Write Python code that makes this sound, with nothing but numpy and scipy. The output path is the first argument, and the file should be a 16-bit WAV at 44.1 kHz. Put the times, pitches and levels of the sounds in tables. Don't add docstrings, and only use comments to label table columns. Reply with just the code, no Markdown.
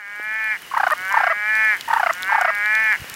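import sys
import numpy as np
from scipy import signal
from scipy.fft import rfft, irfft
from scipy.io import wavfile

SR = 44100
rng = np.random.default_rng(int(sys.argv[2]) if len(sys.argv) > 2 else 0)


def pcm_store(signal):
    levels = np.round(np.clip(np.atleast_2d(signal), -1, 1) * 32767)
    wavfile.write(sys.argv[1], SR, levels.astype(np.int16).T)


N = 138915

# (time [s], pulse rate [Hz], level [dB], lift of the treble [dB])
MOAN_1 = [(0.0, 212, -38.5, -3), (0.03, 201.3, -39, 1.5), (0.212, 209, -33, 0), (0.256, 214.3, -30, 1.5),
          (0.384, 219.8, -27, 3.5), (0.496, 216.8, -25.5, 4.5), (0.52, 215.4, -22.5, 7),
          (0.54, 208.4, -27, 3), (0.56, 178, -30.5, 9), (0.575, 170.3, -42, -3)]
MOAN_2 = [(.94,175.6,-53,-9),(0.984,182.9,-33.5,1.5),(1.083,190.3,-28.5,-1),(1.116,197.1,-25,0.5),(1.222,200.5,-27,-1),(1.347,207.3,-28.5,3),(1.421,208.6,-26.5,1.5),(1.502,216,-22,3.5),(1.585,218.2,-21,4),(1.639,218.5,-19.5,3.5),(1.705,214.3,-19.5,6),(1.742,202.7,-22,3),(1.758,180,-28,6),(1.78,155.4,-40.5,2)]
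MOAN_3 = [(2.12,174.9,-41.5,-6),(2.199,183.2,-33.5,3),(2.257,187.8,-30,0),(2.302,198.6,-22.5,-1),(2.391,202,-27.5,1),(2.531,204.9,-27.5,2.5),(2.62,206.7,-23.5,3),(2.73,216.4,-20.5,3),(2.816,220.3,-21,5.5),(2.896,215.8,-21,5),(2.92,211.2,-18,5.5),(2.944,183.3,-23.5,3),(2.961,140.1,-27,8),(2.972,125,-49,-7)]
# (frequency [Hz], level [dB])
SAC = [(220,-50),(430,-37),(650,-19),(870,-10),(1085,-12.5),(1300,-6),(1520,-1.5),(1740,7.5),(1950,-1.5),(2180,-0.5),(2390,0),(2600,-22),(3200,-27),(3700,-38),(5000,-36.5),(6500,-45)]
MOAN_DB = 3.5
FULL_STRETCH_HZ, STRETCH_POWER = 220.7, 0.84
EDGE_HZ, EDGE_POWER = 1660, 0.26
TREBLE_HZ = 1760
MOAN_JITTER, MOAN_SHIMMER_DB = .003, .35
MOAN_ROUGH_DB = 1


def moans():
    out = np.zeros(N)
    for rows in (MOAN_1, MOAN_2, MOAN_3):
        s, *columns = np.transpose(rows)
        t = np.arange(s[0], s[-1], 1 / SR)
        pitch, db, lift = (np.interp(t, s, c) for c in columns)
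        highest_so_far = np.maximum.accumulate(pitch)
        main = (highest_so_far / FULL_STRETCH_HZ) ** STRETCH_POWER
        edge = (pitch / FULL_STRETCH_HZ) ** EDGE_POWER
        pitch = pitch * (1 + MOAN_JITTER * drift(200, len(t)))
        waver = MOAN_ROUGH_DB * np.array([drift(40.2, len(t)) for _ in range(30)])

        def stretch(k):
            return main + (edge - main) * above(k * pitch, EDGE_HZ)

        def shade(k):
            return waver + lift * above(k * pitch, TREBLE_HZ)

        buzz = voice(pitch, SAC, stretch, shade, count=30)
        shimmer_db = MOAN_SHIMMER_DB * drift(118, len(t))
        add(out, s[0], buzz * from_db(MOAN_DB + db + shimmer_db))
    return out


# (time [s], length [s], pitch before its arch [Hz], level [dB])
NOTES = [ (0.711,0.011,1052,-28),(0.736,0.013,992,-20),(0.765,0.012,908,-15),(0.797,0.012,790,-16.5),(.831,0.0096,794,-13.5),(0.865,0.0097,726,-13),(0.912,0.024,611.5,-16.5),
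         (1.104,0.024,987,-26.5),(1.139,0.0078,963,-14),(1.166,.012,928,-13),(1.2,0.012,820,-14.5),(1.233,0.011,718,-14.5),(1.266,0.013,684,-16.5),(1.296,.032,649.6,-19),
         (1.876,0.015,890,-25.5),(1.9,0.013,930,-17),(1.929,0.01,891,-13),(1.959,0.015,892,-15),(1.995,0.012,803,-15.5),(2.029,0.011,740,-14),(2.06,.012,691,-14.5),(2.093,0.017,661,-16.5),
         (2.290,0.015,975,-23.5),(2.318,0.013,861,-15),(2.344,0.013,874,-15),(2.378,0.012,810,-15),(2.409,0.014,738,-16.5),(2.445,0.011,709,-14.5),(2.475,0.031,645,-19)]
# (frequency [Hz], level [dB])
TRILL_THROAT = [(550,3),(750,-1.5),(1000,13),(1400,-2),(1950,4),(2250,-19.5),(2700,-15),(3500,-39.5),(5100,-28.5),(6200,-49)]
# (time [s], peak level [dB])
CROAK_PULSES = [(0.885,-18),(0.9017,-9),(0.9087,-6.5),(2.091,-13)]
TRILL_DB, TRILL_LOW_CUT_HZ = 2, 643
RICH_HZ, PURITY_DB_PER_OCTAVE = 709, 5.5
NOTE_ARCH, NOTE_JITTER, NOTE_SHIMMER_DB = .25, .03, 1.5
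NOTE_ATTACK_S, NOTE_RELEASE_S, ATTACK_POWER = 0.0033, 0.0022, 3.8
CREAK_LEAD_DB, CREAK_DB = -4, 4


def trills():
    out = np.zeros(N)
    for s, length, hz, db in NOTES:
        t = np.arange(0, length, 1 / SR)
        arch = 1 / 10 - (2 * t / length - 1) ** 4
        pitch = hz * (1 + NOTE_ARCH * arch + NOTE_JITTER * drift(456, len(t)))
        purity_db = PURITY_DB_PER_OCTAVE * np.log2(hz / RICH_HZ)
        note = voice(pitch, TRILL_THROAT, lambda k: 1, lambda k: -purity_db * (k > 1), count=9)
        attack = NOTE_ATTACK_S * (hz / RICH_HZ) ** ATTACK_POWER
        opening = t / min(attack, length / 2)
        closing = (length - t) / min(NOTE_RELEASE_S, length / 2)
        swell = np.sin(np.clip(np.minimum(opening, closing), 0, 1) * np.pi / 2)
        shimmer_db = NOTE_SHIMMER_DB * drift(705, len(t))
        add(out, s, note * swell * from_db(TRILL_DB + db + shimmer_db))
        add(out, s, throat_ring([from_db(db + CREAK_LEAD_DB)]))
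        add(out, s + .85 * length, from_db(db + CREAK_DB) * creak(hz))
    for s, db in CROAK_PULSES:
        add(out, s, throat_ring([from_db(db)]))
    return signal.sosfilt(signal.butter(6, TRILL_LOW_CUT_HZ, "high", fs=SR, output="sos"), out)


CREAK_PER_S, CREAK_SPREAD_DB = 290, -2
CREAK_FADE_DB_PER_S, CREAK_FADE_POWER = 1311, 3.6


def creak(hz):
    clicks = np.zeros(SR // 20)
    fade = CREAK_FADE_DB_PER_S * (RICH_HZ / hz) ** CREAK_FADE_POWER
    for k, (late, loud) in enumerate(rng.standard_normal((6, 2))):
        s = abs(k + .17 * late) / CREAK_PER_S
        i = min(int(s * SR), len(clicks) - 1)
        clicks[i] += from_db(CREAK_SPREAD_DB * loud - fade * s)
    return throat_ring(clicks)


CREAK_BAND_HZ = (995, 1580)


def throat_ring(clicks):
    ring = band(signal.unit_impulse(SR // 100), *CREAK_BAND_HZ)
    return np.convolve(clicks, ring / np.abs(ring).max())


def voice(pitch, throat, stretch, shade, count):
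    grid = np.linspace(0, SR / 2, 2049)
    log_gain = np.log(from_db(at_hz(throat, grid)))
    lag = signal.hilbert(np.r_[log_gain, log_gain[-2:0:-1]]).imag[:len(grid)]
    k = np.arange(1, count + 1)[:, None]
    hz = k * pitch / stretch(k)
    gain = from_db(at_hz(throat, hz) + shade(k))
    phase = 2 * np.pi * k * np.cumsum(pitch) / SR
    wave = gain * np.cos(phase - np.interp(hz, grid, lag))
    return wave.sum(0) / np.sqrt((gain ** 2).sum(0) / 2)


ECHO_DELAY_S = 0.0022


def echoes(x, t60, low_hz, high_hz):
    t = np.arange(SR // 2) / SR
    fading = rng.standard_normal(len(t)) * from_db(-60 * t / t60)
    tail = band(fading * (t > ECHO_DELAY_S), low_hz, high_hz)
    tail *= np.sqrt(2 * (high_hz - low_hz) / SR / np.sum(tail ** 2))
    return signal.fftconvolve(x, tail)[:N]


# (time [s], low band level [dB], middle band level [dB], high band level [dB])
TICKS = [(.2401,-51,-57,-39),(.4424,-39,-42,-36),(0.6204,-48,-54,-35.5),(0.7794,-37,-44,-37),(0.8805,-38,-36,-36),(0.9064,-29,-32,-31),(.9211,-36,-38,-26),(1.0181,-47,-60,-38),(1.0821,-42,-39,-34),(1.125,-44,-27,-31),(1.5536,-31,-32,-37),(1.7681,-43,-38,-34),(1.81,-21,-28.5,-33),(1.8861,-42,-39,-32),(1.9365,-25.5,-30,-37),(1.9971,-44,-46,-33),(2.1291,-32,-33,-41),(2.1351,-42,-24,-31),(2.224,-35,-27,-28),(2.2314,-18.5,-40,-34),(2.4126,-37,-24,-29),(2.5501,-36,-38,-32.5),(2.6591,-30,-33.5,-34),(2.7518,-27,-27.5,-36),(2.8401,-47,-39,-33),(2.9265,-33.5,-32,-34),(3.0151,-42,-46,-43),(3.0985,-29.5,-28,-26),(3.1411,-36,-26.5,-32.5)]
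# (low edge [Hz], high edge [Hz])
TICK_BANDS_HZ = [(3200,4740),(5200,8200),(9000,13800)]
# (time [s], peak level [dB], low edge [Hz], high edge [Hz])
BUMPS = [(.198,-27,281,790),(.272,-45.5,130,255),(2.998,-37,60.26,150),(3.017,-29.5,55,137),(3.044,-21,200,1500),(3.117,-41,44.8,161)]
TICK_DB = 2


def ticks_and_bumps():
    out = np.zeros(N)
    for s, *levels in TICKS:
        for (low, high), db in zip(TICK_BANDS_HZ, levels):
            add(out, s, from_db(TICK_DB + db) * burst(low, high, TICK_DECAY_S))
    for s, db, low, high in BUMPS:
        knock = band(signal.unit_impulse(SR // 10), low, high)
        add(out, s, from_db(db) * knock / np.abs(knock).max())
    return out


TICK_DECAY_S, TICK_CRACK = 0.0013, 7.3


def burst(low_hz, high_hz, decay_s):
    t = np.arange(SR // 20) / SR
    hit = rng.standard_normal(len(t)) * np.exp(-t / decay_s) + TICK_CRACK * (t == 0)
    tick = band(hit, low_hz, high_hz)
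    return tick * np.sqrt(decay_s * SR / 2 / np.sum(tick ** 2))


# (time [s], level [dB])
BACKGROUND = [(0,-13.5),(.17,-7.5),(.34,-7),(.55,-3),(.78,-1),(1.15,0.5),(1.35,-4.5),(1.601,0),(1.852,1),(2.25,0.5),(2.48,-3),(2.8,0),(3.15,2)]


def background():
    swell = from_db(np.interp(np.arange(N) / SR, *np.transpose(BACKGROUND)))
    return (hiss() + patter() + chorus() + chirr()) * swell


CHIRR_DB, CHIRR_SPREAD_DB = -46.5, 2.5
CHIRR_HZ, CHIRR_WIDTH_HZ, CHIRR_PER_S, CHIRR_PULSE_S = 2923, 83, 55, 0.014


def chirr():
    out, t = np.zeros(N), np.arange(0, CHIRR_PULSE_S, 1 / SR)
    count = int(CHIRR_PER_S * N / SR) + 1
    for k, (late, detune, loud) in enumerate(rng.standard_normal((count, 3))):
        hz = CHIRR_HZ + CHIRR_WIDTH_HZ * detune
        pip = np.sin(2 * np.pi * hz * t) * np.hanning(len(t))
        add(out, (k + .25 * late) / CHIRR_PER_S, pip * from_db(CHIRR_SPREAD_DB * loud))
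    return from_db(CHIRR_DB) * rms_one(out)


CHORUS_HZ, CHORUS_WIDTH_HZ, CHORUS_DB = 1730, 260, -49.5


def chorus():
    half = CHORUS_WIDTH_HZ / 2
    blur = band(rng.standard_normal(N), CHORUS_HZ - half, CHORUS_HZ + half)
    return from_db(CHORUS_DB) * rms_one(blur)


PATTER_PER_S, PATTER_DB, PATTER_BAND_HZ = 40, -54.5, (5000, 15500)


def patter():
    drops = (rng.random(N) < PATTER_PER_S / SR) * rng.standard_normal(N)
    taps = signal.fftconvolve(drops, burst(*PATTER_BAND_HZ, TICK_DECAY_S))[:N]
    return from_db(PATTER_DB) * rms_one(taps)


# (frequency [Hz], relative density [dB per Hz])
HISS = [(25,-10),(55,-9),(120,-2),(250,-1),(600,-2),(1200,2),(1900,7.5),(2500,4.5),(3700,-4),(5500,-5.5),(8000,-9.5),(14000,-10.5),(16000,-12)]
HISS_DB = -38.5


def hiss():
    shape = from_db(at_hz(HISS, np.arange(N // 2 + 1) * SR / N))
    return from_db(HISS_DB) * rms_one(irfft(rfft(rng.standard_normal(N)) * shape, N))


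def from_db(db):
    return 10 ** (np.asarray(db) / 20)


def rms_one(x):
    return x / np.sqrt(np.mean(x ** 2) + 1e-20)


def at_hz(points, hz):
    f, db = np.transpose(points)
    return np.interp(np.log(np.maximum(hz, 1)), np.log(f), db)


def above(hz, corner_hz):
    return (1 + np.tanh((hz - corner_hz) / 170)) / 2


def band(x, low_hz, high_hz):
    edges = [low_hz, min(high_hz, SR / 2 - 1)]
    return signal.sosfilt(signal.butter(2, edges, "band", fs=SR, output="sos"), x)


def drift(rate, size):
    steps = np.arange(size) * rate / SR
    return np.interp(steps, np.arange(N // 10), rng.standard_normal(N // 10))


def add(out, s, sound):
    i = max(int(s * SR), 0)
    out[i:i + len(sound)] += sound[:max(N - i, 0)]


ECHO_BAND_HZ, ECHO_T60_S = (780, 1330), 0.093
TRILL_ECHO_DB, MOAN_ECHO_DB = -15, -13
FAR_T60_S, FAR_ECHO_DB = 0.25, -27


def scene():
    moan, trill = moans(), trills()
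    near_send = from_db(MOAN_ECHO_DB) * moan + from_db(TRILL_ECHO_DB) * trill
    near = echoes(near_send, ECHO_T60_S, *ECHO_BAND_HZ)
    far = from_db(FAR_ECHO_DB) * echoes(moan + trill, FAR_T60_S, 900, 1800)
    return (moan + trill + near + far + ticks_and_bumps() + background())[None]


CUTOFF_HZ = 15800


def record(dry):
    return signal.sosfilt(signal.ellip(10, .2, 80, CUTOFF_HZ, fs=SR, output="sos"), dry)


dry = scene()
out = record(dry)
pcm_store(out)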